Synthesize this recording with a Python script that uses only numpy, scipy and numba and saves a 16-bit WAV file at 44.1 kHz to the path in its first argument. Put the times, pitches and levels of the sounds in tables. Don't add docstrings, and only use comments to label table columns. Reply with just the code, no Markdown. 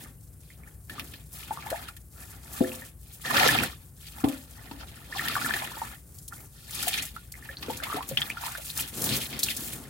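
import sys
import numpy as np
from scipy import signal
from scipy.fft import rfft, irfft
from scipy.io import wavfile
from scipy.ndimage import uniform_filter1d
from numba import njit

SR = 44100
rng = np.random.default_rng(int(sys.argv[2]) if len(sys.argv) > 2 else 0)


def unload_audio(sound):
    columns = np.transpose(np.atleast_2d(sound))
    steps = np.round(np.clip(columns, -1, 1) * 32767)
    wavfile.write(sys.argv[1], SR, steps.astype(np.int16))


N = 436149

# f/Hz, relative density/dB
KITCHEN_SPECTRUM = [(30, -10), (71, 0.5), (134, -5.5), (157, -3.5), (239, -27.5), (273, -22), (319, -23.5),
                    (740, -36), (4530, -70), (8740, -32), (16000, -35)]
# start t/s, crest t/s, end t/s,
# then level/dB of gurgle, spray, foam fizz, patter on steel
SURGES = [(-0.2, 0.023, 0.15, -57, -64, -50, -51.5), (0.367, 0.513, 0.58, -74, -61.5, -59, -65),
          (0.554, 0.644, 0.81, -63, -86, -78, -60), (0.87, 0.963, 1.08, -49.5, -55, -53, -45.5),
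          (1.002, 1.129, 1.274, -62, -57, -49.5, -57), (1.273, 1.398, 1.61, -55, -52, -44.5, -61.5),
          (1.417, 1.545, 1.68, -49.5, -62, -54, -54), (1.53, 1.744, 1.964, -46.5, -52.5, -46.5, -53),
          (2.096, 2.243, 2.55, -53.5, -62, -49.5, -57.5), (2.395, 2.63, 2.94, -47, -51, -43, -50.5),
          (2.962, 3.21, 3.3, -66, -58, -49.5, -65.5), (3.229, 3.28, 3.43, -34, -37, -41, -46),
          (3.272, 3.414, 3.67, -24.5, -29, -29, -33), (3.502, 3.62, 3.696, -38.5, -37.5, -37, -36),
          (3.94, 4.049, 4.22, -64, -56, -52, -74), (4.08, 4.272, 4.44, -48, -53.5, -47.5, -55),
          (4.268, 4.816, 5.48, -56, -57.5, -53.5, -57), (5.061, 5.303, 5.39, -38, -39, -39, -44.5),
          (5.29, 5.474, 5.76, -35, -40.5, -37, -42.5), (5.577, 5.8, 6.02, -46, -52, -45, -53),
          (5.93, 6.2, 6.3, -85, -87, -51, -60.5), (6.29, 6.34, 6.53, -56, -76, -50.5, -56),
          (6.484, 6.596, 7.47, -61.5, -58.5, -53, -75), (6.638, 6.922, 7.09, -42.5, -35, -33.5, -48),
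          (7.073, 7.146, 7.26, -69, -58.5, -52.5, -60), (7.267, 7.526, 7.56, -54.5, -59, -53, -56.5),
          (7.54, 7.686, 7.85, -50.5, -50, -46.5, -47), (7.715, 7.958, 8.01, -39, -44.5, -42, -47),
          (8.009, 8.126, 8.18, -53, -48.5, -47, -47), (8.168, 8.18, 8.42, -44, -46, -46, -46.5),
          (8.303, 8.485, 8.68, -45, -45, -44, -56), (8.604, 8.68, 9.17, -56, -48, -41, -59),
          (8.745, 8.787, 8.9, -46, -44, -40, -49), (8.894, 9.07, 9.3, -49, -44, -32, -36.5),
          (9.034, 9.13, 9.28, -49, -32, -32, -40), (9.197, 9.358, 9.5, -51.5, -47, -43.5, -44),
          (9.415, 9.47, 9.55, -49, -32.5, -32.5, -43), (9.512, 9.623, 9.82, -51, -45, -35.5, -45),
          (9.657, 9.8, 10.05, -58, -60, -49, -46.5)]
SWELL_POWER = (1.67, 1.33, 1.15, 1.1)
REST_DB = (-102, -94, -60.5, -64.5)
# rate/(1/s), middle f/Hz, spread/octaves, shortest t60/cycles (longest is triple), size scatter/dB
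GURGLE = (1500, 1499, 0.656, 13.5, 3.6)
SPRAY = (3500, 3707, 0.42, 10.5, 3.3)
FIZZ = (7000, 12150, 0.3, 1.45, 3.1)
GLUG = (330, 1650, 0.55, 26.6, 4.6)
# f/Hz, t60/s, relative level/dB from the wall, relative level/dB from the floor
BASIN_MODES = [(124.6, 0.17, -14, -14), (155, 0.059, -15, -8.5), (229, 0.52, -15.5, -28),
               (253.6, 0.079, 6.5, -15), (261, 0.46, -14, -17.5), (279, 0.22, -4, -3),
               (308.3, 0.3, -25, -13.5), (363, 0.26, -3.5, -51), (423, 0.13, -9, -13.5),
               (513, 0.37, -6, -23.5), (580, 0.48, -25, -28), (670, 0.24, -9.5, -19.5),
               (797, 0.18, -19, -17.5), (1027, 0.22, -54, -23.5), (1370, 0.013, -49, -10)]
# f/Hz, width/Hz, level/dB
BOWL_MODES = [(1810, 440, -5.5), (3470, 3060, -10.5)]
# t/s, level/dB ahead of the bowl, starting f/Hz
PLOPS = [(0.503, -41.5, 2030), (0.635, -43, 2150), (0.674, -42, 1740), (0.897, -32, 1670),
         (0.981, -30, 1164), (1.508, -19.5, 838), (1.573, -25, 1083), (1.624, -33, 2220),
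         (1.664, -27.5, 826), (1.716, -22.5, 550), (1.726, -19, 640), (1.886, -33.5, 1310),
         (2.645, -31.5, 1740), (2.718, -29.5, 2600), (2.735, -40, 943), (2.82, -34.5, 1830),
         (3.25, -26.5, 1770), (3.28, -28, 1840), (3.346, -29, 850), (3.38, -15, 1850), (3.432, -14, 1860),
         (3.489, -11, 1684), (3.588, -10, 2480), (4.243, -22, 760), (4.712, -33, 900), (5.125, -26.5, 1775),
         (5.15, -25.5, 1046), (5.16, -29, 782), (5.194, -18, 1860), (5.21, -25, 1260), (5.222, -30, 1840),
         (5.297, -24, 1250), (5.415, -24, 1400), (5.495, -27, 1020), (5.276, -23.5, 1845),
         (5.354, -17, 1465), (5.365, -14, 1114), (5.446, -22, 1670), (5.461, -19.5, 1380),
         (5.538, -19.5, 1756), (5.635, -28.5, 990), (5.716, -31, 986), (5.769, -32.5, 867),
         (5.817, -19.5, 900), (6.324, -31, 1340), (6.871, -23, 698), (7.164, -28, 1298),
         (7.34, -34.5, 2055), (7.353, -36, 2060), (7.497, -39.5, 530), (7.425, -40, 1780),
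         (7.452, -40, 1800), (7.49, -29.5, 1670), (7.57, -26, 4121), (7.629, -35.5, 1060),
         (7.683, -24.5, 456), (7.699, -23.5, 853), (7.801, -28.5, 1518), (7.84, -27, 2030),
         (7.869, -26, 1050), (7.9, -23, 1140), (7.927, -19.5, 1215), (7.942, -27, 410), (7.957, -27, 1047),
         (7.969, -25, 710), (7.984, -26.5, 860), (8.007, -22, 1005), (8.112, -25, 523),
         (8.116, -28.5, 134.5), (8.173, -8, 2960), (8.218, -12.5, 3220), (8.301, -18.5, 2282),
         (8.371, -25.5, 1360), (8.436, -23.5, 946.6), (8.465, -25.5, 938), (8.551, -25.5, 1495),
         (8.702, -23, 3920), (8.793, -23, 2845), (9.092, -17, 3820), (9.431, -13, 4020),
          (9.486, -17.5, 2660)]
# t/s, drive level/dB, body level/dB re drive
SPLATS = [(0.896, -32.5, 5), (0.996, -32, 10), (1.136, -36, 8), (1.702, -24.5, 1), (1.8833, -31.5, 4.5),
          (1.966, -34.5, -1), (2.752, -29, -7), (3.369, -21, 13), (3.396, -18, 11), (3.48, -14, -1),
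          (4.241, -30, 8), (4.712, -40, 9), (4.286, -24, 0), (5.183, -27.5, 7), (5.2814, -21.5, 7),
          (5.538, -28, 10.5), (6.184, -33.5, -39), (6.2795, -29, -39), (6.708, -28, -5),
          (6.746, -21.5, -22), (6.827, -21, -17), (6.88, -13.5, -2), (6.939, -22, 8), (7.022, -18.5, -22),
          (7.0522, -24, -5), (7.3193, -29.5, -37), (7.626, -31.5, 13), (7.7703, -25.5, -25),
          (7.8353, -22, 6), (7.963, -24.5, 2), (8.024, -30, 5.5), (8.0895, -24.5, -30), (8.1716, -24, 10),
          (8.2176, -30, 12), (8.297, -26, -16), (8.4123, -29.5, -10), (8.463, -22, 2), (8.519, -31, -8),
          (8.5751, -25.5, 1), (8.775, -17, -29), (8.823, -24, -5), (8.971, -31, -27), (9.017, -18, -42),
          (9.0409, -14, -14), (9.092, -20, -20), (9.165, -15.5, -13), (9.24, -23.5, -8), (9.3913, -18, -30),
          (9.433, -12, -30), (9.566, -19.5, -43), (9.645, -28, -10), (9.755, -31, -6)]
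# t/s, drive level/dB, spot (0 wall, 1 floor)
KNOCKS = [(2.607, -11.5, 0), (4.238, -5, 1), (4.711, -27, 1), (7.686, -30.5, 0), (7.945, -27, 1)]

KITCHEN_DB, HUM_HZ, HUM_DB = -49.5, 59.3, -52
DRAIN_POWER = 0.96
TRICKLE_S, TRICKLE_DB = 0.031, -9.5
GLUG_DB_RE_GURGLE = -7.5
SINK_OCTAVES = 0.68
FIZZ_FROM_HZ = 3800
BOWL_T60_S, BOWL_ECHO_DB = 0.049, -4.5
PLOP_CYCLES = 35.8
SPLAT_T60_S = 0.056
LEFT_OVER_RIGHT_DB, MIDS_SHARE = 3, 0.19
TOP_HZ = 15900


def undb(db):
    return 10 ** (np.asarray(db) / 20)


def unit(x):
    return x / np.sqrt(np.mean(x ** 2))


def band(x, hz, width_hz):
    return signal.lfilter(*signal.iirpeak(hz, hz / width_hz, SR), x)


def thin(x):
    return signal.sosfilt(signal.butter(3, FIZZ_FROM_HZ, "high", fs=SR, output="sos"), x)


def walk(rate_hz):
    k = int(SR / rate_hz)
    held = np.repeat(rng.standard_normal(N // k + 1), k)
    return uniform_filter1d(held, k)[:N]


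@njit
def rings(start, hz, t60_s, glide, left, right, lag):
    out = np.zeros((2, N + 64))
    for k in range(len(hz)):
        n = int(t60_s[k] * SR)
        z, p = 1. + 0j, np.exp((2j * np.pi * hz[k] - np.log(1000) / t60_s[k]) / SR)
        turn = np.exp(2j * np.pi * hz[k] * glide[k] / SR / max(n, 1))
        for i in range(start[k], min(start[k] + n, N)):
            v = z.imag * min((i - start[k]) * hz[k] / SR, 1.)
            out[0, i + 32] += left[k] * v
            out[1, i + 32 + lag[k]] += right[k] * v
            z, p = z * p, p * turn
    return out[:, 32:N + 32]


def kitchen():
    f_hz = np.fft.rfftfreq(N, 1 / SR) + 1
    hz, db = np.transpose(KITCHEN_SPECTRUM)
    shape = undb(np.interp(np.log(f_hz), np.log(hz), db))
    mid, side = rfft(rng.standard_normal((2, N))) * shape
    side = side * np.clip(f_hz / 1200, .1, .7)
    air = unit(irfft(np.array([mid + side, mid - side]), N))
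    air = air * undb(KITCHEN_DB + 0.3 * walk(3.13))
    phase = 2 * np.pi * np.cumsum(HUM_HZ + 0.77 * walk(4.3)) / SR
    hum = np.sin(phase) + undb(-11.5) * np.sin(2 * phase)
    return air + hum * undb(HUM_DB + 1.05 * walk(1.8))


def surges():
    t = np.arange(N) / SR
    power = undb(REST_DB)[:, None] ** 2 + 0 * t
    aged = power[1] / 2
    for start, crest, end, *db in SURGES:
        on = (t > start) & (t < end)
        swell = np.sin(np.interp(t[on], (start, crest, end), (0, np.pi / 2, np.pi))).clip(0)
        exponent = np.array(SWELL_POWER)[:, None] * np.where(t[on] > crest, DRAIN_POWER, 1)
        added = (undb(db)[:, None] * swell ** exponent) ** 2
        power[:, on] += added
        aged[on] += added[1] * (t[on] - start) / (end - start)
    age = aged / power[1]
    keep = np.exp(-1 / (TRICKLE_S * SR))
    trickle = signal.lfilter([1 - keep], [1, -keep], power)
    return 10 * np.log10(power + undb(TRICKLE_DB) ** 2 * trickle), age


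def swarm(kind, glide, wide_db, lag, clump_db, bend):
    rate, hz, octaves, cycles, scatter_db = kind
    when, chance, length = rng.random((int(rate * N / SR), 3)).T
    spread, place = np.clip(rng.standard_normal((len(when), 2)).T, -2, 2)
    start = (when * N).astype(np.int64)
    pitch_hz = np.clip(hz * 2 ** (octaves * spread + bend[start]), 100, .4 * SR)
    t60_s = cycles * (.5 + length) * 2 / pitch_hz
    size = undb(scatter_db * np.minimum(-np.log(chance), 4))
    lags = np.clip(lag * place, -30, 30).astype(np.int64)
    x = rings(start, pitch_hz, t60_s, glide + 0 * pitch_hz,
              size * undb(wide_db * place), size * undb(-wide_db * place), lags)
    return unit(x * undb(clump_db * walk(40)))


def bubbles(gurgle_db, spray_db, age, clumps):
    gurgle = swarm(GURGLE, glide=0.27, wide_db=7.0, lag=12.9, clump_db=3.0, bend=0.2 * walk(14))
    glug = swarm(GLUG, glide=0.37, wide_db=7.0, lag=7.8, clump_db=4.0, bend=0 * age)
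    spray = swarm(SPRAY, glide=0.42, wide_db=3.5, lag=6, clump_db=3.0, bend=SINK_OCTAVES * (.5 - age))
    out = undb(gurgle_db + 0.78 * clumps) * gurgle
    out += undb(gurgle_db + GLUG_DB_RE_GURGLE) * glug
    return out + undb(spray_db + 2.7 * clumps) * spray


def foam(fizz_db, clumps):
    fizz = swarm(FIZZ, glide=0, wide_db=4.5, lag=0, clump_db=3.0, bend=np.zeros(N))
    return undb(fizz_db + 2.14 * clumps) * thin(fizz)


def flicker(x):
    return x + (undb(2.7 * walk(25) - 2.0) - 1) * band(x, 14600, 4500)


def patter(patter_db):
    mid, side = rng.standard_normal((2, N)) * undb(1.8 * walk(30))
    rain = np.array([mid + .25 * side, mid - .25 * side])
    hz, t60_s, *spot_db = np.transpose(BASIN_MODES)
    loudest_db = np.max(spot_db, axis=0)
    drum = unit(sum(undb(1.03 * db) * band(rain, f, 12 + 4 / t) for f, t, db in zip(hz, t60_s, loudest_db)))
    for gain, f, width_hz in ((1.78, 137, 57), (1.3, 222, 35), (0.13, 670, 40), (0.22, 1070, 55)):
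        drum = drum + gain * unit(band(rain, f, width_hz))
    return unit(drum) * undb(patter_db)


def bowl(x):
    x = 0.83 * x + sum(undb(db) * band(x, hz, width_hz) for hz, width_hz, db in BOWL_MODES)
    t = np.arange(int(.2 * SR)) / SR
    echo = rng.standard_normal((2, len(t))) * 1000 ** (-t / BOWL_T60_S) * (t > .001)
    echo /= np.sqrt(np.sum(echo ** 2, axis=1, keepdims=True))
    mono = x.mean(axis=0, keepdims=True)
    return x + undb(BOWL_ECHO_DB) * signal.fftconvolve(mono, echo, axes=1)[:, :N]


def plops():
    s, db, hz = np.transpose(PLOPS)
    pan, late, up, later, off = np.clip(rng.standard_normal((len(s), 5)).T, -2, 2)
    # wait/s, pitch shift/share, level/dB, t60/cycles, glide/share
    parts = ((0, 0, 0, PLOP_CYCLES, 0.14),
             (0.013 + 0.0052 * late, 0.08 + 0.088 * up, -13, 40, 0.16),
             (0.004 + 0.012 * abs(later), 0.2 * off, -11, 25, 0.16),
             (0.006, 0.1, -18, 160, 0))
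    out = 0
    for wait_s, shift, part_db, cycles, glide in parts:
        start = ((s + wait_s) * SR).astype(np.int64)
        left, right = undb(db + part_db + 1.1 * pan), undb(db + part_db - 1.5 * pan)
        out = out + rings(start, hz * (1 + shift), cycles / hz, glide + 0 * s,
                          left, right, (4 * pan).astype(np.int64))
    return out


def splats():
    top, body = np.zeros((2, N + SR)), np.zeros((2, N + SR))
    t = np.arange(SR // 4) / SR
    tail = (1 - np.exp(-t / 0.0011)) * 1000 ** (-t / SPLAT_T60_S)
    shape = tail + 1.15 * np.exp(-t / 0.00055)
    for s, db, body_db in SPLATS:
        rough_db = 2.9 * rng.standard_normal(len(t) // 64 + 1).repeat(64)[:len(t)]
        mid, side = rng.standard_normal((2, len(t))) * shape * undb(db + rough_db)
        i = int(s * SR)
        top[:, i:i + len(t)] += np.array([mid + .5 * side, mid - .5 * side])
        body[:, i:i + len(t)] += np.array([mid + side, mid - side]) * undb(body_db)
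    top = thin(band(top[:, :N], 10200, 10500))
    body = band(band(body[:, :N], 2900, 4300), 2900, 4300)
    return 0.66 * top + 0.5 * body


def knocks():
    hz, t60_s, *spot_db = np.transpose(BASIN_MODES)
    tilt_db = 1.2 * np.log2(hz / 250)
    lag = (12 * (-1) ** np.arange(len(hz))).astype(np.int64)
    out = 0
    for s, db, spot in KNOCKS:
        g = undb(db + spot_db[int(round(spot))])
        out = out + rings(np.full(len(hz), int(s * SR)), hz, t60_s, 0 * hz,
                          -g * undb(-5.0 - tilt_db), -g * undb(tilt_db - 7.0), lag)
    soft = np.hanning(20)
    out = signal.lfilter(soft / soft.sum(), 1, out)
    return out * undb(2.0 * walk(120))


def scene():
    room = kitchen()
    (gurgle_db, spray_db, fizz_db, patter_db), age = surges()
    clumps = walk(70)
    water = bubbles(gurgle_db, spray_db, age, clumps)
    treble = flicker(foam(fizz_db, clumps) + splats())
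    steel = patter(patter_db) + knocks()
    return bowl(water + treble + plops()) + steel + room


def record(dry):
    x = dry * undb(np.array([[LEFT_OVER_RIGHT_DB], [-LEFT_OVER_RIGHT_DB]]) / 2)
    x = x + MIDS_SHARE * np.array([[-1], [1]]) * band(x, 1940, 5800)
    x = signal.sosfilt(signal.butter(4, 46, "high", fs=SR, output="sos"), x)
    return signal.sosfilt(signal.ellip(10, .2, 85, TOP_HZ, fs=SR, output="sos"), x)


dry = scene()
out = record(dry)
unload_audio(out)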